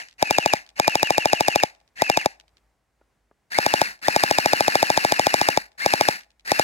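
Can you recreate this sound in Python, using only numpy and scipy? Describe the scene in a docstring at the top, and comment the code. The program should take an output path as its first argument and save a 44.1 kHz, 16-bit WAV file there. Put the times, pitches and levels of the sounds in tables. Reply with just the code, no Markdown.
"""Faint ticks of settling gears, then an electric gel blaster fires the first of seven bursts, close by and
just left of a phone's two microphones in a quiet, snowy yard. Its motor winds a spring through whining,
rattling plastic gears and sags under the load; once a turn the piston slams home, cracks and pops the air
in the barrel. Between bursts the gears coast and tick to rest. The snow leaves little echo; far off,
a town rumbles."""
import sys
import numpy as np
from scipy import signal
from scipy.fft import rfft, irfft
from scipy.io import wavfile
from scipy.ndimage import uniform_filter1d

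SR = 44100
rng = np.random.default_rng(int(sys.argv[2]) if len(sys.argv) > 2 else 0)


def pcm_store(signal):
    """Save signal as 16-bit PCM."""
    levels = np.round(np.clip(np.atleast_2d(signal), -1, 1) * 32767)
    wavfile.write(sys.argv[1], SR, levels.astype(np.int16).T)


N = 292383
TIME = np.arange(N) / SR
RING = np.arange(4096) / SR  # time axis of one short sound
PORT_LAG_S = .000295  # the sound reaches the left microphone port first


def undb(db):
    """Decibels to gain."""
    return 10 ** (np.asarray(db) / 20)


def unit(x):
    """Scale to rms 1."""
    return x / np.sqrt(np.mean(x ** 2))


def fade(t60):
    """Exponential decay, 60 dB down after t60 seconds."""
    return np.exp(-np.log(1000) * RING / t60)


def pan(db):
    """Microphone gains for a level difference, left minus right."""
    return undb(np.array([[1], [-1]]) * db / 2)


def delay(x, s):
    """Shift a sound later by any fraction of a sample."""
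    size = x.shape[-1]
    return irfft(rfft(x) * np.exp(-2j * np.pi * np.fft.rfftfreq(size, 1 / SR) * s), size)


def ports(x, lag_s, pan_db):
    """A source on the left reaches the right microphone port later and weaker."""
    return np.array([x, delay(x, lag_s)]) * pan(pan_db)


def band(x, lo_hz, hi_hz, order=2):
    """Causal band-pass."""
    sos = signal.butter(order, [lo_hz, min(hi_hz, .45 * SR)], "band", fs=SR, output="sos")
    return signal.sosfilt(sos, x)


def colour(x, hz, db):
    """Shape a sound's spectrum through (Hz, dB) points, at rms 1."""
    f = np.maximum(np.fft.rfftfreq(N, 1 / SR), 1)
    return unit(irfft(rfft(x) * undb(np.interp(np.log(f), np.log(hz), db)), N))


def walk(rate_hz):
    """Smooth random drift at rms 1."""
    size = max(int(SR / rate_hz), 2)
    return unit(uniform_filter1d(uniform_filter1d(rng.standard_normal(N), size), size))


def add(out, s, sound):
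    """Mix a short sound in at time s."""
    i = max(int(round(s * SR)), 0)
    part = sound[..., :max(N - i, 0)]
    out[..., i:i + part.shape[-1]] += part


# the distant town, heard from the yard: f/Hz, relative spectral level/dB
TOWN_SPECTRUM = [(25, -3), (55, 4), (100, -1), (250, -6), (500, -8), (800, -7), (1200, -12), (2000, -13),
                 (3200, -21), (8000, -24), (15000, -33)]


def town(air_db=-71.5, hum_db=-67):
    """Far off: a faint rumble, much the same at both microphones, and a low hum that wavers."""
    noise = rng.standard_normal(N) + .6 * rng.standard_normal((2, N))
    air = colour(noise, *np.transpose(TOWN_SPECTRUM))
    hum = unit(band(rng.standard_normal(N), 49, 56))
    return air * undb(air_db + 1.5 * walk(5)) + hum * undb(hum_db)


def yard(x, t60_s=.5, wet_db=-40, house_s=.178, house_db=-54):
    """Snow swallows most echoes: faint scatter from fence and trees, one slap from a house 30 m off."""
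    t = np.arange(SR) / SR
    scatter = band(rng.standard_normal((2, SR)), 350, 4000, order=1)
    scatter *= np.exp(-np.log(1000) * t / t60_s) * (t > .012)
    scatter *= undb(wet_db) / np.sqrt(np.sum(scatter ** 2) / 2)
    out = signal.fftconvolve(x, scatter, axes=1)[:, :N]
    add(out, house_s, undb(house_db) * band(x, 500, 3000))
    return out


# the latch as the gears settle, near the phone: t/s, relative level/dB
LATCH_TICKS = [(0.0857, -36), (0.1106, -42), (0.1274, -44), (0.6639, -38), (0.6908, -36), (1.749, -46),
               (1.8013, -49), (1.8771, -50), (2.3989, -36), (2.4803, -49), (2.5696, -45), (3.9908, -46),
               (5.718, -48), (6.2088, -36), (6.2337, -42), (6.3046, -47), (6.3959, -44)]


def latch():
    """The latch ticks and rebounds as the spring pushes the gears back."""
    ticks = np.zeros((2, N))
    decay = fade(.012) + .12 * fade(.07)
    for s, db in LATCH_TICKS:
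        for late_s, hit_db in ((0, -2), (.011, -11)):
            add(ticks, s + late_s, undb(db + hit_db) * decay * rng.standard_normal((2, len(RING))))
    return 1.7 * band(ticks, 1700, 5500)


# taps on the grip, alike at both microphones: t/s, relative level/dB
GRIP_TAPS = [(3.012, -44), (3.312, -46)]


def grip():
    """The grip taps softly while the blaster is shifted."""
    taps = np.zeros(N)
    for s, db in GRIP_TAPS:
        add(taps, s, undb(db) * fade(.03) * rng.standard_normal(len(RING)))
    return 2.2 * band(taps, 200, 1400, order=4)


# bursts of fire: trigger pulled t/s, released t/s, first shot t/s, number of shots,
# first turn/s, steady turn/s, last turn/s, quickening per turn/s
TRIGGER_PULLS = [(.18, .525, .2265, 5, .0823, .0758, .0756, 0),
                 (.755, 1.603, .7987, 12, .0806, .0755, .0766, 0),
                 (1.955, 2.193, 2.0208, 4, .0783, .0743, .0863, 0),
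                 (3.502, 3.833, 3.5868, 4, .0771, .075, .0772, 0),
                 (4.014, 5.511, 4.0835, 21, .0791, .07433, .087, .000086),
                 (5.776, 6.095, 5.8614, 4, .0759, .0733, .0761, 0),
                 (6.447, 6.7, 6.5183, 2, .0775, .075, .0775, 0)]


def shot_times():
    """One shot per gear turn: the first turn is slow from rest, the last mostly drags on release."""
    times = []
    for _, _, first, count, first_turn, turn, last_turn, quickening in TRIGGER_PULLS:
        turns = turn - quickening * (np.arange(round(count) - 1) - 1)
        turns[0], turns[-1] = first_turn, last_turn
        times.extend(first + np.r_[0, np.cumsum(turns)])
    return np.array(times)


def motor(spin_up_s=.034, coast_s=.074, turn_s=.075):
    """The motor spins up and coasts: its speed (0-1) and the count of gear turns, whole at each shot."""
    earlier_pull = (-.3, -.04)  # still dying away at the start
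    speed = np.zeros(N)
    for on, off in [earlier_pull] + [pull[:2] for pull in TRIGGER_PULLS]:
        spin_up = 1 - np.exp(-np.maximum(TIME - on, 0) / spin_up_s)
        speed += spin_up * np.exp(-(np.maximum(TIME - off, 0) / coast_s) ** 2)
    travel = np.cumsum(speed + 1e-9) / SR
    marks = np.interp(shot_times(), TIME, travel)
    marks = np.r_[-turn_s / 2, marks, marks[-1] + turn_s]
    return speed, np.interp(travel, marks, np.arange(len(marks)))


def shaken(shake_db=-5, settle_s=.062):
    """Envelope of loose parts rattling on for a moment after each blow of the piston."""
    ages = (TIME - s for s in shot_times())
    shakes = [(age > 0) * np.exp(-np.minimum(np.abs(age) / settle_s, 10) ** 2) for age in ages]
    return undb(shake_db) * np.max(shakes, axis=0)


# gearbox rattle at the phone: f/Hz, relative spectral level/dB with the blaster held back, held forward
RATTLE_SPECTRUM = [(60, -18, -16), (140, -12, -8), (200, -6, 5), (380, -6, 0), (520, -2, 2), (790, 7, 9),
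                   (1220, -4, 8), (1680, 15, 23.5), (2050, 14.5, 19.5), (2750, 11, 12.5), (3250, -9, -5),
                   (4400, 7, 15), (6600, -1.5, 1), (8200, -5, 3), (9500, -8.5, -1), (15000, -17, -5.5)]


def gear_rattle(teeth, forward, grit_db=4.8, forward_db=5.6, spread=.5):
    """Teeth strike with uneven force, heard straight from the gearbox and from all over the shell."""
    strikes = np.diff(np.floor(teeth), prepend=0) * rng.standard_normal(N)
    strikes *= undb(grit_db * rng.standard_normal(N))
    direct = unit(strikes) * .75 + rng.standard_normal(N)
    rub = ports(direct, PORT_LAG_S, 1.6) + spread * rng.standard_normal((2, N))
    hz, back_db, front_db = np.transpose(RATTLE_SPECTRUM)
    held_back = colour(rub, hz, back_db)
    held_forward = undb(forward_db) * colour(rub, hz, front_db)
    return (1 - forward) * held_back + forward * held_forward


def pinion_whine(teeth, shaft, speed, forward, whine_db, braking=.45, octave_db=-5):
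    """The pinion runs slightly off centre, so its mesh tone throbs once a revolution."""
    # the teeth press hardest while the motor gathers speed, less so while the spring brakes it
    strain = np.where(np.gradient(speed) > 0, 1, braking) * (1 - speed)
    force_db = whine_db + 29 * strain * (.25 + forward) + 2 * walk(200) + .8 * walk(12)
    force = (1 + .3 * shaft) * undb(force_db) * speed ** 2
    mesh, octave = np.sin(2 * np.pi * teeth), np.sin(4 * np.pi * teeth)
    # the shell radiates near its resonance; at half speed the octave slides through it instead
    tone = band(mesh * force + undb(octave_db) * speed * (1 - speed) * octave, 1750, 3200, order=3)
    tone += undb(-25 + 14 * forward) * band(octave * force, 3800, 5700)
    held_back = ports(tone * (1 - forward) * undb(-25.3), lag_s=.00036, pan_db=2)
    held_forward = ports(tone * forward * undb(-31), lag_s=.00036, pan_db=7)
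    return held_back + held_forward


# one turn of the sector gear: share of the turn, full-speed mesh f/Hz, relative whine, rattle level/dB
GEAR_TURN = [(0, 2390, -14, -1), (.11, 2500, -20, -1), (.22, 2890, -8, 0), (.36, 2830, 0, 0),
             (.6, 2675, 0, 0), (.9, 2440, 0, .5), (1, 2390, -14, -1)]


def gears(speed, turns, forward, rattle_db=-33.3, hum_db=-57, pinion_teeth=9):
    """Close up, the gears rattle and whine, sagging as the spring tightens; the shaft shakes the shell."""
    share, *columns = np.transpose(GEAR_TURN)
    mesh_hz, whine_db, load_db = (np.interp(turns % 1, share, c) for c in columns)
    flutter = 1 + (.014 + .012 * forward) * walk(450) + .008 * walk(15)
    teeth = np.cumsum(mesh_hz * speed * flutter) / SR
    shaft = np.sin(2 * np.pi * teeth / pinion_teeth)
    rattle = gear_rattle(teeth, forward)
    rattle *= undb(rattle_db + load_db + 1.5 * walk(250)) * np.maximum(speed ** .9, shaken())
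    whine = pinion_whine(teeth, shaft, speed, forward, whine_db)
    hum = shaft * speed ** 2 * undb(hum_db + 5 * forward + 2 * walk(40))
    return rattle + whine + hum


# rack engages, latch, nozzle, rack slips free: share of the turn, relative clatter, shell ring level/dB
ACTION_KNOCKS = [(.225, -22, -26), (.32, -28, -26), (.555, -25, -19.5), (.925, -16, -22)]


def knocks(speed, turns, shell_hz=1720):
    """Parts of the action knock at set places in each turn, softer when it runs slowly."""
    out = np.zeros((2, N))
    shell = band(np.sin(2 * np.pi * shell_hz * RING) * fade(.015), 700, 4000)
    for share, clatter_db, shell_db in ACTION_KNOCKS:
        passes = np.diff(np.floor(turns - share), prepend=np.floor(turns[0] - share))
        blows = passes * speed ** 2 * undb(2.2 * rng.standard_normal(N))
        clatter = signal.fftconvolve(blows, fade(.013))[:N] * rng.standard_normal((2, N))
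        out += undb(clatter_db) * band(clatter, 1300, 5000, order=1)
        out += undb(shell_db) * ports(signal.fftconvolve(blows, shell)[:N], lag_s=.00042, pan_db=4)
    return out


# overtones of the struck barrel: f/Hz, relative level/dB, t60/s, left minus right microphone/dB
BARREL_OVERTONES = [(1130, -22.5, .008, 9), (1750, -14, .012, 5), (2330, -12, .011, 2),
                    (3800, -15.5, .012, 1), (5250, -7, .0055, -3.5), (6600, -9.5, .003, -4),
                    (7800, -11, .0028, -2)]


def crack(detune, click_db=-4.5):
    """The piston head hits the cylinder: a bare click and the barrel's overtones."""
    ring = sum(undb(db) * pan(lr_db) * np.sin(2 * np.pi * hz * detune * RING) * fade(t60)
               for hz, db, t60, lr_db in BARREL_OVERTONES)
    left, right = ring + undb(click_db) * (RING == 0)
    return np.array([left, delay(right, .000312)])


# air in the barrel, the pulse itself and then the tube's own note:
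# f/Hz, relative level/dB, t60/s, swell/s, left minus right microphone/dB
BARREL_AIR = [(606, 21.4, .0069, .0033, 2.5), (839, -8.6, .032, .0004, 7)]


def pop(detune, linger, puff_db=-13, puff_late_s=.0038, puff_s=.00075):
    """The air pulse swells in the barrel and rings on; a last puff from the muzzle adds a low thump."""
    ring = np.zeros((2, len(RING)))
    for k, (hz, db, t60, swell_s, lr_db) in enumerate(BARREL_AIR):
        envelope = fade(t60 * linger) * (1 - np.exp(-(RING / swell_s) ** 2))
        ring += (-1) ** k * undb(db) * pan(lr_db) * np.sin(2 * np.pi * hz * detune * RING) * envelope
    puff = undb(puff_db) * np.exp(-((RING - puff_late_s) / puff_s) ** 2)
    left, right = band(puff - ring, 168, 16000)
    return np.array([left, delay(right, .0003)])


def shots(lead_s=.0004, air_lead_s=.00059, rush_s=.0012, squeeze_s=.007, die_s=.0015, rebound_s=.0045,
          squeeze_db=-12, scrape_db=-14.5, crack_db=1, rebound_db=-26):
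    """Just left of the phone, the piston squeezes the air, scrapes, strikes, pops it out and rebounds."""
    out, scrape, squeeze = np.zeros((2, N)), np.zeros(N), np.zeros(N)
    around = RING - RING[-1] / 4  # time before and after the strike
    rush, press = (np.exp(np.minimum(around / rise_s, -around / die_s)) for rise_s in (rush_s, squeeze_s))
    for s in shot_times():
        # no two strokes are quite alike
        pop_pitch, crack_pitch, linger, bounce, late, pop_force, crack_force = rng.standard_normal(7)
        air = undb(.5 * pop_force) * pop(1 + .014 * pop_pitch, 1 + .04 * linger)
        blow = undb(.9 * crack_force)
        add(out, s - air_lead_s, air)
        add(out, s + rebound_s + .0005 * late, undb(rebound_db + 3 * bounce) * air)
        add(out, s - lead_s, undb(crack_db) * blow * crack(1 + .014 * crack_pitch))
        add(scrape, s - lead_s + around[0], blow * rush)
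        add(squeeze, s - lead_s + around[0], blow * press)
    out += undb(squeeze_db) * ports(band(squeeze * rng.standard_normal(N), 500, 1150), PORT_LAG_S, 4)
    return out + undb(scrape_db) * band(scrape * rng.standard_normal((2, N)), 700, 9000, order=1)


def scene():
    """The blaster close by, the yard around it, the town far behind."""
    # in the long pause the blaster is pushed forward, level with the phone, and its gears sound brighter
    forward = np.clip((TIME - 2.9) / .5, 0, 1)
    speed, turns = motor()
    blaster = shots() + gears(speed, turns, forward) + knocks(speed, turns) + latch() + grip()
    return blaster + yard(blaster) + town()


def record(dry, ceiling=.88, bass_hz=68, top_hz=15900):
    """The phone rounds the loudest peaks and cuts the deep bass and the top."""
    rounded = dry / (1 + (dry / ceiling) ** 6) ** (1 / 6)
    thinned = signal.sosfilt(signal.butter(2, bass_hz, "high", fs=SR, output="sos"), rounded)
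    return signal.sosfilt(signal.ellip(8, .2, 80, top_hz, fs=SR, output="sos"), thinned)


dry = scene()
out = record(dry)
pcm_store(out)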